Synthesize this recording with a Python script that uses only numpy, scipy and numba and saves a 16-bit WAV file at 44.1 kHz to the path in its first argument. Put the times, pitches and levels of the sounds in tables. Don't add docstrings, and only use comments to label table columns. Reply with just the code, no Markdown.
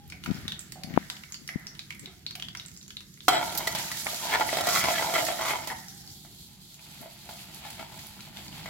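import sys
import numpy as np
from scipy import signal
from scipy.fft import rfft, irfft, next_fast_len
from scipy.io import wavfile
from numba import njit

SR = 44100
rng = np.random.default_rng(int(sys.argv[2]) if len(sys.argv) > 2 else 0)


def store_wav(level_fs):
    pcm = np.round(np.clip(np.atleast_2d(level_fs), -1, 1) * 32767)
    wavfile.write(sys.argv[1], SR, pcm.T.astype(np.int16))


def elevation(decibels):
    levels = np.asarray(decibels, float)
    return 10 ** (levels / 20)


N = 383229
TIME = np.arange(N) / SR
PASTE_FROM_S = 6.15


def curve(table, column=1):
    rows = np.array(table)
    return np.interp(TIME, rows[:, 0], rows[:, column], left=-99)


def colour(x, spectrum, causal=False):
    size = 2 * next_fast_len(x.shape[-1] // 2 + 1)
    hz, db = np.transpose(spectrum)
    log_hz = np.log(np.fft.rfftfreq(size, 1 / SR) + 1)
    gain = elevation(np.interp(log_hz, np.log(hz), db))
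    if causal:
        cepstrum = irfft(np.log(gain), size)[:size // 2]
        cepstrum[1:] *= 2
        gain = np.exp(rfft(cepstrum, size))
    return irfft(rfft(x, size) * gain, size)[..., :x.shape[-1]]


def unit(x):
    return x / np.sqrt(np.mean(x ** 2))


def walk(rate_per_s):
    knots = rng.standard_normal(int(N / SR * rate_per_s) + 2)
    place = TIME * rate_per_s
    k = place.astype(int)
    blend = (1 - np.cos(np.pi * (place - k))) / 2
    return knots[k] * (1 - blend) + knots[k + 1] * blend


def pair(likeness):
    mid, side = rng.standard_normal((2, N))
    c = np.clip(likeness, 0, 1)
    return np.sqrt((1 + c) / 2) * mid + np.sqrt((1 - c) / 2) * side * np.array([[1], [-1]])


def crackle(clicks_per_s, spread_db):
    where, size, sign = rng.random((clicks_per_s * N // SR, 3)).T
    size_db = spread_db * np.minimum(-np.log(size + 1e-9), 3)
    out = np.zeros(N)
    out[(where * N).astype(int)] = (sign - 0.5) * elevation(size_db)
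    return unit(out)


def add(out, start_s, wave):
    i = int(start_s * SR)
    out[..., i:i + wave.shape[-1]] += wave[..., :N - i]


def fading(times_s, sizes, db_per_s):
    kicks = np.zeros(N)
    np.add.at(kicks, (np.array(times_s) * SR).astype(int), sizes)
    return signal.lfilter([1], [1, -elevation(-db_per_s / SR)], kicks)


def swells(middles_s, lengths_s, sizes):
    out = np.zeros(N)
    for middle_s, length_s, size in zip(middles_s, lengths_s, sizes):
        add(out, middle_s - length_s / 2, size * np.hanning(int(length_s * SR)))
    return out


@njit
def resonate(force, hz, fade_per_s):
    out, z, pole = np.empty(len(force), np.complex128), 0j, 0j
    for i in range(len(force)):
        if i % 32 == 0:
            pole = np.exp((2j * np.pi * hz[i] - fade_per_s[i]) / SR)
        z = z * pole + force[i]
        out[i] = z
    return out


# start_s, level_db, best_region_hz, crack_db (re level)
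BLOWS = [(2.074, -29, 354, -30), (3.282, 0.5, 736, -16.5), (3.283, -10, 1320, -9), (3.284, -11, 3300, -10),
         (3.285, -14, 3880, -19), (3.323, -26, 1300, -20), (3.352, -23, 716, -20), (3.392, -21, 1400, -24),
         (3.524, -23.5, 724, -13), (3.551, -25.5, 867, -1.5), (3.575, -36, 724, 15.5),
         (3.582, -33, 850, 10), (3.605, -21, 880, -20), (3.672, -12, 716, -11), (3.675, -14.5, 1990, -8),
         (3.75, -17.5, 870, -6), (3.916, -21, 1960, -5.5), (3.97, -40, 5100, 11), (4.066, -22.5, 720, -27),
         (4.132, -25.5, 710, -10), (4.211, -32, 950, -17), (4.252, -30, 720, -16), (4.294, -21, 895, -22),
         (4.321, -15, 1740, -28), (4.339, -15, 1700, -20), (4.368, -24, 1600, -22), (4.398, -10, 650, -19),
         (4.487, -14.5, 700, -27), (4.49, -22, 2000, -25), (4.529, -9.5, 710, -32), (4.57, -14.5, 724, -12),
         (4.586, -11.5, 780, -20), (4.609, -15, 720, -10), (4.638, -15, 680, -19), (4.67, -13.5, 730, -7),
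         (4.672, -18, 1990, -20), (4.752, -13.5, 2240, -10.5), (4.84, -15.5, 1020, -18),
         (4.884, -13, 720, -31), (4.982, -13.5, 1910, -26), (5.025, -14.5, 905, -22),
         (5.059, -19, 680, -25), (5.1, -24, 700, -19), (5.139, -10, 694, -25), (5.14, -21, 2050, -16),
         (5.159, -22, 1370, -16), (5.182, -15.5, 925, -14), (5.198, -19, 724, -20), (5.222, -22, 703, -7),
         (5.25, -40.5, 716, 17.5), (5.285, -10.5, 740, -32), (5.333, -25, 675, -25),
         (5.392, -17.5, 980, -20), (5.412, -13.5, 990, -18), (5.457, -16, 1150, -15),
         (5.673, -23.5, 950, -4.5), (6.249, -30, 592, -19.5), (6.793, -45, 875, -17),
         (7.019, -36, 644, -19), (7.291, -22.5, 760, -26), (7.654, -41, 850, -20), (7.795, -33, 750, -24),
         (7.81, -30, 900, -24), (7.9, -42, 970, -20), (7.92, -35, 893, -10), (8.036, -38, 850, -18),
         (8.168, -40, 883, -17), (8.271, -35.5, 818, -20), (8.386, -39, 730, -22), (8.496, -46, 888, -22),
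         (8.566, -44, 810, -20), (8.606, -37, 500, -23), (8.659, -20, 790, -22), (8.661, -27, 2200, -27)]
# pitch_hz, t60_s (free pan), level_db
PAN_MODES = [(359, 0.13, -1), (417, 0.11, -2.5), (527, .04, -23.5), (642, 0.066, -21.5), (668, 0.12, -6),
             (712.7, 0.13, 1), (784, 0.22, -13), (853, 0.056, -1), (905, 0.096, -2.5), (950, 0.057, -4),
             (1010, 0.067, -12), (1020, 0.063, -3), (1100, 0.07, -0.5), (1150, 0.061, -9.5),
             (1256, 0.079, 0.5), (1351, 0.0695, 1.5), (1427, 0.033, 4), (1530, 0.053, -0.5),
             (1668, .07, -5), (1763, 0.045, -2), (1960, 0.061, 2.5), (2096, 0.048, -1), (2220, 0.11, -3.5),
             (2460, 0.087, -9), (2580, 0.073, -16), (2980, 0.16, -9.5), (3146, 0.06, -1.5),
             (3240, 0.099, -5.5), (3720, .08, -12), (3963, 0.08, -3.5), (4470, 0.062, -13), (5100, .1, -10),
             (7700, 0.025, 1), (10700, 0.054, -25), (12300, 0.061, -17)]
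# freq_hz, gain_db
CRACK_SPECTRUM = [(800, -21.5), (2000, -11), (4000, 4), (8000, 0.5), (16000, -3.5)]
BEND, BEND_PER_S = 0.015, 14
FREE_UNTIL_S, FREE_DAMPING = 3.38, 1
OIL_DAMPING, PASTE_DAMPING = 1.68, 1.23
PATTER_DB = 0.5


def spatula():
    t = TIME[:2048]
    luck_db = 2.5 * rng.standard_normal((len(BLOWS), len(PAN_MODES)))
    chatter = unit(rng.standard_normal((len(BLOWS), len(t)))) * np.exp(-t / 0.0047) * 0.59
    chatter[:, 0] = 5.8
    pressed = OIL_DAMPING * np.where(TIME > PASTE_FROM_S, PASTE_DAMPING, 1)
    damping = np.where(TIME < FREE_UNTIL_S, FREE_DAMPING, pressed)
    port_phase = rng.standard_normal(len(PAN_MODES))
    patter = elevation(curve(FRYING) + curve(FRYING, column=2) + PATTER_DB) * (TIME > STROKES[0][0])
    slips = crackle(clicks_per_s=900, spread_db=4.0) * elevation(2.56 * walk(45)) * elevation(-41.5)
    load = walk(BEND_PER_S)
    own = [0.93 * walk(BEND_PER_S) for family in range(4)]
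    out = np.zeros((2, N))
    for k, (mode_hz, t60_s, mode_db) in enumerate(PAN_MODES):
        force = slips * rubbing(mode_hz, patter) * elevation(2.5 * walk(30))
        for (start_s, blow_db, blow_hz, _), shake, luck in zip(BLOWS, chatter, luck_db[:, k]):
            slope = 3.5 if start_s < PASTE_FROM_S else 6.0
            drive_db = blow_db - 41.0 + luck + reach(mode_hz, blow_hz, slope)
            add(force, start_s, shake * elevation(drive_db))
        fade_per_s = np.log(1000) * damping / t60_s
        bent_hz = mode_hz * (1 + BEND * (load + own[k % 4]))
        z = elevation(mode_db) * resonate(force, bent_hz, fade_per_s)
        lead = port_phase[k] * min((mode_hz / 1050.0) ** 2, 1.5)
        out += np.imag([z, z * np.exp(1j * lead)])
    for start_s, blow_db, _, crack_db in BLOWS:
        burst = rng.standard_normal((2, len(t))) * np.exp(-t / 0.0074)
        add(out, start_s, elevation(blow_db + crack_db - 5.5) * colour(burst, CRACK_SPECTRUM, causal=True))
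    return colour(out, [(100, -20.5), (400, -3.5), (16000, 5.5)], causal=True)


FOCUS_DB, FOCUS_OCTAVES = 12, 0.16
BELOW_FACTOR = 1.5


def reach(mode_hz, region_hz, db_per_octave):
    octaves = np.log2(mode_hz / region_hz)
    away = np.where(octaves < 0, -BELOW_FACTOR * octaves, octaves)
    return FOCUS_DB * np.exp(-(octaves / FOCUS_OCTAVES) ** 2) - db_per_octave * away


# middle_s, length_s, level_db, best_region_hz
STROKES = [(3.35, 0.083, -34, 704), (3.402, 0.18, -33, 860), (3.556, 0.35, -36.5, 890),
           (3.806, 0.4, -44, 900), (4.065, 0.02, -35, 850), (4.323, 0.31, -25.5, 900),
           (4.339, 0.14, -25.5, 1660), (4.416, 0.06, -27, 795), (4.739, 0.22, -26, 1150),
           (4.804, 0.16, -33, 2250), (4.865, 0.092, -21, 1020), (4.872, 0.21, -29, 2040),
           (4.959, 0.094, -22, 1720), (4.905, 0.073, -19.5, 730), (5.036, 0.16, -27, 900),
           (5.106, 0.11, -29.5, 715), (5.17, .09, -29, 2100), (5.166, .08, -38, 1350),
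           (5.18, 0.11, -33, 3000), (5.2, 0.16, -32, 715), (5.205, 0.093, -37, 950),
           (5.32, 0.081, -29, 735), (5.477, 0.26, -25, 1050), (5.478, 0.25, -30, 2120),
           (5.552, 0.13, -34.5, 900), (5.632, 0.13, -40, 800), (5.702, 0.08, -27, 950),
           (5.684, 0.045, -37, 2050), (5.786, 0.13, -57, 1100), (7.05, 0.14, -43, 650),
           (7.316, 0.2, -53, 750), (7.663, 0.17, -45.5, 800), (7.806, 0.081, -37, 850),
           (7.677, 0.1, -46, 2600), (7.805, 0.057, -44, 2300), (8.43, 0.49, -72, 800)]
SKID_DB, SKID_DB_PER_S = -24.5, 149.5
PATTER_HZ = 900


def rubbing(mode_hz, patter):
    middle_s, length_s, stroke_db, stroke_hz = np.transpose(STROKES)
    start_s, blow_db, blow_hz, _ = np.transpose(BLOWS)
    stroke_gain = elevation(stroke_db + reach(mode_hz, stroke_hz, db_per_octave=7.0))
    skid_gain = elevation(blow_db + SKID_DB + reach(mode_hz, blow_hz, db_per_octave=-1.0))
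    patter_gain = elevation(reach(mode_hz, PATTER_HZ, db_per_octave=-2.5) - FOCUS_DB / 2)
    strokes = swells(middle_s, length_s, stroke_gain)
    skids = fading(start_s, skid_gain, SKID_DB_PER_S)
    return strokes + skids + patter * patter_gain


# start_s, length_s, level_db, pitch_hz
RINGS = [(0, 0.097, -57.5, 800), (3.547, 0.083, -43, 12100), (3.578, 0.014, -24, 12140),
         (5.775, 0.51, -59.5, 784)]


def rim():
    out, waver_db, phase = np.zeros(N), 2.0 * walk(25), 3.4 * walk(33)
    for start_s, length_s, level_db, pitch_hz in RINGS:
        level = np.zeros(N)
        add(level, start_s, elevation(level_db) * np.cos(np.linspace(0, np.pi / 2, int(length_s * SR))))
        tone = np.sin(2 * np.pi * pitch_hz * TIME + np.sqrt(pitch_hz / 800) * phase)
        out += level * elevation(waver_db) * tone
    return out


# time_s, hiss_db, coarse_db (re hiss)
FRYING = [(0, -64, -3.5), (.35, -53, -0.5), (.85, -63, 3.5), (1.0, -51.5, -3), (1.35, -55, -7.5),
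          (1.7, -58.5, -6), (2.1, -59.5, -4), (2.45, -59, -2), (2.8, -56.5, -38), (3.26, -55.5, -8),
          (3.29, -43, -22), (3.5, -39.5, -5.5), (3.8, -36, -8), (4.1, -35, -9), (4.6, -33.5, -6),
          (4.8, -31.5, -13), (5.1, -34.5, -13), (5.38, -37, -7.5), (5.5, -33, -14), (5.66, -44, -4.5),
          (5.9, -46.5, -14.5), (6.2, -48.5, -15), (6.77, -51, -11), (6.8, -49, -5), (7.15, -49.5, -5),
          (7.4, -47, -4.5), (7.8, -48, -1.5), (8.1, -49, -3.5), (8.69, -46, -1)]
# start_s, hiss_db, coarse_db
SPLASHES = [(3.284, -36, -25), (3.575, -63, -72), (3.673, -59, -46), (3.749, -65, -31.5), (4.066, -69, -38),
            (4.53, -43, -40), (4.687, -24.5, -59), (4.838, -34, -48), (4.953, -59, -37.5), (5.14, -38, -47),
            (5.265, -35, -37), (5.478, -40, -44), (5.673, -42, -62), (5.885, -55, -76), (7.02, -68, -77),
            (7.29, -48, -64), (7.7, -58, -74), (7.795, -60, -62), (7.99, -54, -77)]
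SPLASH_DB_PER_S = 263
CHURN_DB = -20.5


def frying():
    start_s, hiss_db, coarse_db = np.transpose(SPLASHES)
    middle_s, length_s, stroke_db, _ = np.transpose(STROKES)
    heat = elevation(curve(FRYING))
    churn = swells(middle_s, length_s, elevation(stroke_db + CHURN_DB))
    fine = heat + fading(start_s, elevation(hiss_db), SPLASH_DB_PER_S)
    coarse = heat * elevation(curve(FRYING, column=2)) + churn
    return fine, coarse + fading(start_s, elevation(coarse_db), SPLASH_DB_PER_S)


# freq_hz, density_db (relative)
HISS_SPECTRUM = [(2000, -38), (3200, -6.5), (4800, -3.5), (6800, -2.5), (8000, -3.5), (9000, -11),
                 (11000, -3.5), (12300, -5), (16500, -12)]
# freq_hz, density_db (relative)
COARSE_SPECTRUM = [(500, -7.5), (1000, -12), (1600, 4), (2200, 5), (3200, 6), (4500, 4.5), (7000, -10)]
# freq_hz, gain_db
PASTE_TREBLE = [(4500, 3.5), (5500, -4.5), (9000, 1.5), (14000, 0)]
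# freq_hz, gain_db
PASTE_BODY = [(500, 3), (800, 21), (1150, 9), (1600, -2), (2600, 2), (4000, -3)]


def sizzle():
    paste = TIME > PASTE_FROM_S
    surge = walk(16)
    hiss_gain, coarse_gain = frying()
    spit = elevation(-6.0) * np.array([crackle(clicks_per_s=1200, spread_db=5.0) for port in range(2)])
    fine = unit(colour(pair(0.05) + spit, HISS_SPECTRUM))
    fine = fine * hiss_gain * elevation(1.4 * surge + 2.1 * walk(24))
    fine = np.where(paste, colour(fine, PASTE_TREBLE), fine)
    burble = elevation(-3.5) * crackle(clicks_per_s=600, spread_db=2.0)
    coarse = unit(colour(pair(0.021) + burble, COARSE_SPECTRUM))
    coarse = coarse * coarse_gain * elevation(1.5 * surge + 1.5 * walk(20))
    return fine + np.where(paste, colour(coarse, PASTE_BODY), coarse)


# start_s, level_db, initial_pitch_hz, splash_db (re level)
POPS = [(0.078, -35, 11800, -20), (0.1002, -33.5, 5180, -1), (0.1225, -30.5, 2240, 2.5),
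        (0.238, -34, 2980, 6), (0.246, -34, 14000, -7), (0.2603, -24, 1386, 7), (0.31, -44.5, 1870, 17.5),
        (0.453, -41, 1800, -5.5), (0.48, -18.5, 3610, -5), (0.5206, -20, 3510, -7), (0.593, -19, 7700, -19),
        (0.607, -34.5, 12400, -6), (0.7214, -25.5, 7950, -5), (0.835, -26, 4460, -0.5),
        (0.898, -45.5, 1900, 7), (0.9392, -40, 1870, 11), (0.9628, -41, 1300, 16), (1.027, -39, 1820, -4),
        (1.0999, -27, 3700, 6.5), (1.167, -39.5, 3730, 7.5), (1.2362, -39.5, 2000, 11),
        (1.3227, -21, 6760, -13.5), (1.343, -26.5, 4600, -4), (1.4766, -28, 5300, -4),
        (1.478, -28, 10800, -15), (1.49, -24, 1940, 1.5), (1.595, -44, 12000, -5),
        (1.669, -22.5, 5400, -12), (1.747, -46, 9500, -3), (1.751, -42, 3170, 4), (1.7926, -23, 3840, -6),
        (1.9055, -26.5, 2220, 3), (1.925, -47, 2410, 16), (1.9487, -41.5, 11300, -1),
        (1.995, -25, 7950, -13.5), (2.0585, -26.5, 3720, -7.5), (2.265, -18, 4070, -14.5),
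        (2.309, -26.5, 4140, -4.5), (2.353, -38, 3200, 12), (2.355, -29.5, 13000, -5),
        (2.3981, -30.5, 3040, 3), (2.4237, -21, 3190, -5.5), (2.485, -29, 3200, -2),
        (2.55, -43.5, 1360, 26), (2.5725, -25, 5520, -10), (2.598, -27, 3670, -7), (2.651, -38, 3810, -4),
        (2.6614, -24.5, 7750, -21), (2.6832, -38.5, 6350, 0.5), (2.7156, -37, 6500, -6),
        (2.765, -35, 5070, -11), (2.7743, -29.5, 6900, -14.5), (2.813, -37.5, 3900, -10),
        (2.829, -33, 6050, -12), (2.88, -33, 6800, -7), (2.905, -34.5, 3280, 2.5), (2.969, -23, 3720, -9.5),
        (3.006, -53.5, 3940, 19), (3.141, -36.5, 6600, -15.5), (3.1742, -51, 2070, 10),
        (3.2055, -33.5, 3430, -3.5), (5.884, -29, 5600, -9), (6.1045, -36.5, 5090, -17),
        (6.3903, -41.5, 3900, -18), (6.7431, -34, 6500, -11), (6.793, -48, 2420, 8.5),
        (7.0146, -26, 11500, -23), (7.3907, -43, 2680, 0), (7.5458, -28.5, 10700, -9.5),
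        (7.704, -27.5, 8200, -5), (7.9925, -41, 4650, 6), (8.0683, -27.5, 11100, -11),
        (8.206, -36, 4100, 1.5), (8.3705, -32, 3320, 1), (8.481, -33, 4500, -3), (8.527, -39, 2900, -10),
        (8.641, -36, 4000, -15)]
POP_CYCLES = 2.9


def pops():
    out, t = np.zeros((2, N)), TIME[:1024]
    for start_s, level_db, hz, splash_db in POPS:
        cycles = hz * t
        swing = np.sin(2 * np.pi * cycles * (1 + 0.0035 * cycles))
        ring = swing * np.exp(-cycles / POP_CYCLES) * 1.53 * (1 - np.exp(-cycles / 0.72))
        spray = rng.standard_normal((2, len(t))) * np.exp(-t / 0.0038)
        spectrum = [(500, -30), (min(1300, 1.5 * hz), -3), (hz, 0),
                    (2.08 * hz, -7), (3 * hz, -13), (9 * hz, -25)]
        splash = elevation(splash_db) * colour(spray, spectrum, causal=True)
        add(out, start_s, elevation(level_db) * (ring + splash))
    return out


PASTE_FROTH_DB = -9


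def froth():
    fine, coarse = frying()
    paste_db = PASTE_FROTH_DB * (TIME > PASTE_FROM_S)
    fine, coarse = fine * elevation(-19.5 + paste_db), coarse * elevation(-17.0 + paste_db)
    out = np.zeros((2, N))
    for hz in np.geomspace(1200, 11000, num=16):
        pole = np.exp((2j * np.pi - 1 / 4.4) * hz / SR)
        swarm = crackle(clicks_per_s=60, spread_db=5.5) * elevation(4.2 * walk(8.3))
        z = unit(signal.lfilter([1], [1, -pole], swarm).imag)
        lag_samples = int(rng.integers(0, 12))
        out += (coarse if hz < 3600 else fine) * np.array([np.roll(z, lag_samples), z])
    return out


# start_s, length_s, level_db, initial_pitch_hz
LEAKS = [(0.269, 0.32, -55, 1980), (0.9, 0.34, -55, 1880), (1.488, 0.35, -56.5, 1780)]
LEAK_SAG, LEAK_WIDTH_HZ = 0.1, 420


def leaks():
    out = np.zeros((2, N))
    for start_s, length_s, level_db, pitch_hz in LEAKS:
        done = np.linspace(0, 1, int(length_s * SR))
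        hz = pitch_hz * (1 - LEAK_SAG * done)
        fade_per_s = np.full(len(done), np.pi * LEAK_WIDTH_HZ)
        jets = [resonate(rng.standard_normal(len(done)), hz, fade_per_s).imag for port in range(2)]
        add(out, start_s, elevation(level_db) * unit(np.array(jets)) * np.sqrt(1 - done))
    return out


# freq_hz, density_db (relative)
BURNER_SPECTRUM = [(25, -23.5), (40, -2.5), (75, 2), (110, 3), (150, 5.5), (200, 6), (250, -5), (340, -6),
                   (480, -19.5), (700, -32.5)]
# time_s, level_db
BURNER_LEVEL = [(0, -52.5), (.39, -44.5), (.65, -50), (.92, -48), (1.3, -54), (2.35, -51.5), (3.2, -53),
                (3.35, -47), (3.75, -45), (4.2, -51.5), (4.5, -45), (4.95, -44.5), (5.4, -50.5),
                (6.25, -51), (6.46, -53.5), (6.7, -56), (7.75, -50.5), (8.15, -51.5), (8.69, -47)]
HUM_HZ, HUM_DB = 147.1, -59


def burner():
    roar = unit(colour(pair(0.88), BURNER_SPECTRUM)) * elevation(curve(BURNER_LEVEL) + 1.5 * walk(15.0))
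    hum = elevation(HUM_DB + 2.5 * walk(5)) * np.sin(2 * np.pi * HUM_HZ * TIME + 0.8 * walk(4))
    return roar + hum


# start_s, level_db
DULL_TONES = [(0.119, -60), (0.264, -49.5), (0.758, -51.5), (.9, -62), (1.1, -59), (1.489, -59),
              (2.08, -66.5), (2.354, -57.5), (2.549, -63)]
DULL_DB_PER_S = 76


def dull_tone():
    start_s, level_db = np.transpose(DULL_TONES)
    spectrum = [(300, -41.0), (550, 1.0), (750, 9.5), (950, -10.5), (1300, -15), (2000, -30.5)]
    tone = unit(colour(pair(0.75), spectrum))
    return tone * fading(start_s, elevation(level_db), DULL_DB_PER_S) * elevation(3.5 * walk(8.9))


# time_s, level_db, pitch_hz
THUMPS = [(0.28, -23.5, 214), (0.292, -18, 193), (0.306, -15, 208), (0.317, -13, 188), (0.353, -28, 170),
          (0.387, -31, 180), (0.457, -27.5, 220), (0.847, -27, 174), (.877, -29.5, 188), (0.909, -28, 191),
          (0.944, -22, 189), (0.965, -23, 201.6), (0.9759, -20, 1470), (0.9766, -3.5, 750),
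          (.977, -7.5, 253), (1.561, -15.5, 199), (7.011, -35.5, 198), (7.035, -41, 190), (7.8, -38, 240),
          (7.817, -36, 240), (8.31, -42, 181)]


def thumps():
    out, t = np.zeros(N), TIME[:2048]
    for time_s, level_db, hz in THUMPS:
        cycles = hz * t
        swing = np.sin(2 * np.pi * cycles) * cycles * np.exp(-(cycles / 0.58) ** 1.31)
        add(out, time_s - 0.68 / hz, -elevation(level_db + 17.0) * swing)
    return out


# middle_s, length_s, level_db
GUSTS = [(0.447, 0.36, -54), (0.933, 0.37, -45), (1.432, 0.15, -56), (2.07, 0.39, -56.5)]


def gusts():
    middle_s, length_s, level_db = np.transpose(GUSTS)
    spectrum = [(30, -46), (50, -29), (90, -22), (190, 0.0), (350, -12.5), (800, -34.0)]
    noise = unit(colour(rng.standard_normal(N), spectrum))
    return noise * swells(middle_s, length_s, elevation(level_db)) * elevation(10.5 * walk(24.95))


RUMBLE_HZ, RUMBLE_DB, RUMBLE_END_S = 87, -48.5, 0.536


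def air():
    spectrum = [(RUMBLE_HZ / 2, -40), (RUMBLE_HZ, 0), (RUMBLE_HZ * 2, -50)]
    rumble = unit(colour(rng.standard_normal(N), spectrum))
    rumble = rumble * elevation(RUMBLE_DB) * np.clip((RUMBLE_END_S - TIME) * 20, 0, 1)
    moving = colour(thumps() + gusts() + rumble, [(25, -22), (70, -0.5)])
    return moving * np.array([[1], [0.04]])


# centre_hz, t60_s, level_db
KITCHEN = [(249, 0.98, -2), (707, 0.37, -2.5), (1590, 0.76, -9), (2800, 0.24, -9), (5600, 0.29, -8.5),
           (11930, 0.24, -7.5)]


def kitchen(x):
    t = TIME[:SR // 2]
    tail = 0
    for hz, t60_s, level_db in KITCHEN:
        spectrum = [(hz / 2, -40), (hz / 1.267, -3), (hz * 1.373, -3), (hz * 2, -40)]
        band = unit(colour(rng.standard_normal((2, len(t))), spectrum))
        scale = elevation(level_db) * np.sqrt(hz / SR / t60_s / SR * 30)
        tail = tail + scale * band * np.exp(-np.log(1000) * t / t60_s)
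    tail = tail * (t > 0.0025)
    return signal.fftconvolve(x.mean(axis=0)[None], tail, axes=1)[:, :N]


PASTE_PAN_DB = 1


def scene():
    steel = spatula() + rim()
    bubbles = pops() + froth() + leaks()
    echo = kitchen(elevation(6.5) * bubbles + elevation(-1.5) * steel)
    mix = bubbles + steel + echo + elevation(-3.5) * sizzle() + burner() + dull_tone()
    lean_db = PASTE_PAN_DB / 2 * (TIME > PASTE_FROM_S) * np.array([[1], [-1]])
    return mix * elevation(lean_db) + air()


def roll_off(x):
    return signal.sosfilt(signal.butter(12, 16650, fs=SR, output="sos"), x)


# freq_hz, left_minus_right_db
LEFT_PORT = [(60, -2), (400, -3.5), (1300, -1), (4400, 0.5), (6800, -2), (7600, -6.5), (8300, -30.5),
             (9500, -26), (12000, -9.5), (16000, -5.5)]
TOP_HZ = 15950


def record(dry):
    ports = np.array([colour(dry[0], LEFT_PORT), np.roll(dry[1], shift=4)])
    ports = colour(ports, [(15, -53), (35, -2.5), (60, -0.5), (16000, 2.5)])
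    ports = np.clip(ports, -1, 1)
    finished = colour(ports, [(TOP_HZ, 0), (TOP_HZ + 150, -80)])
    return roll_off(finished)


dry = scene()
out = record(dry)
store_wav(out)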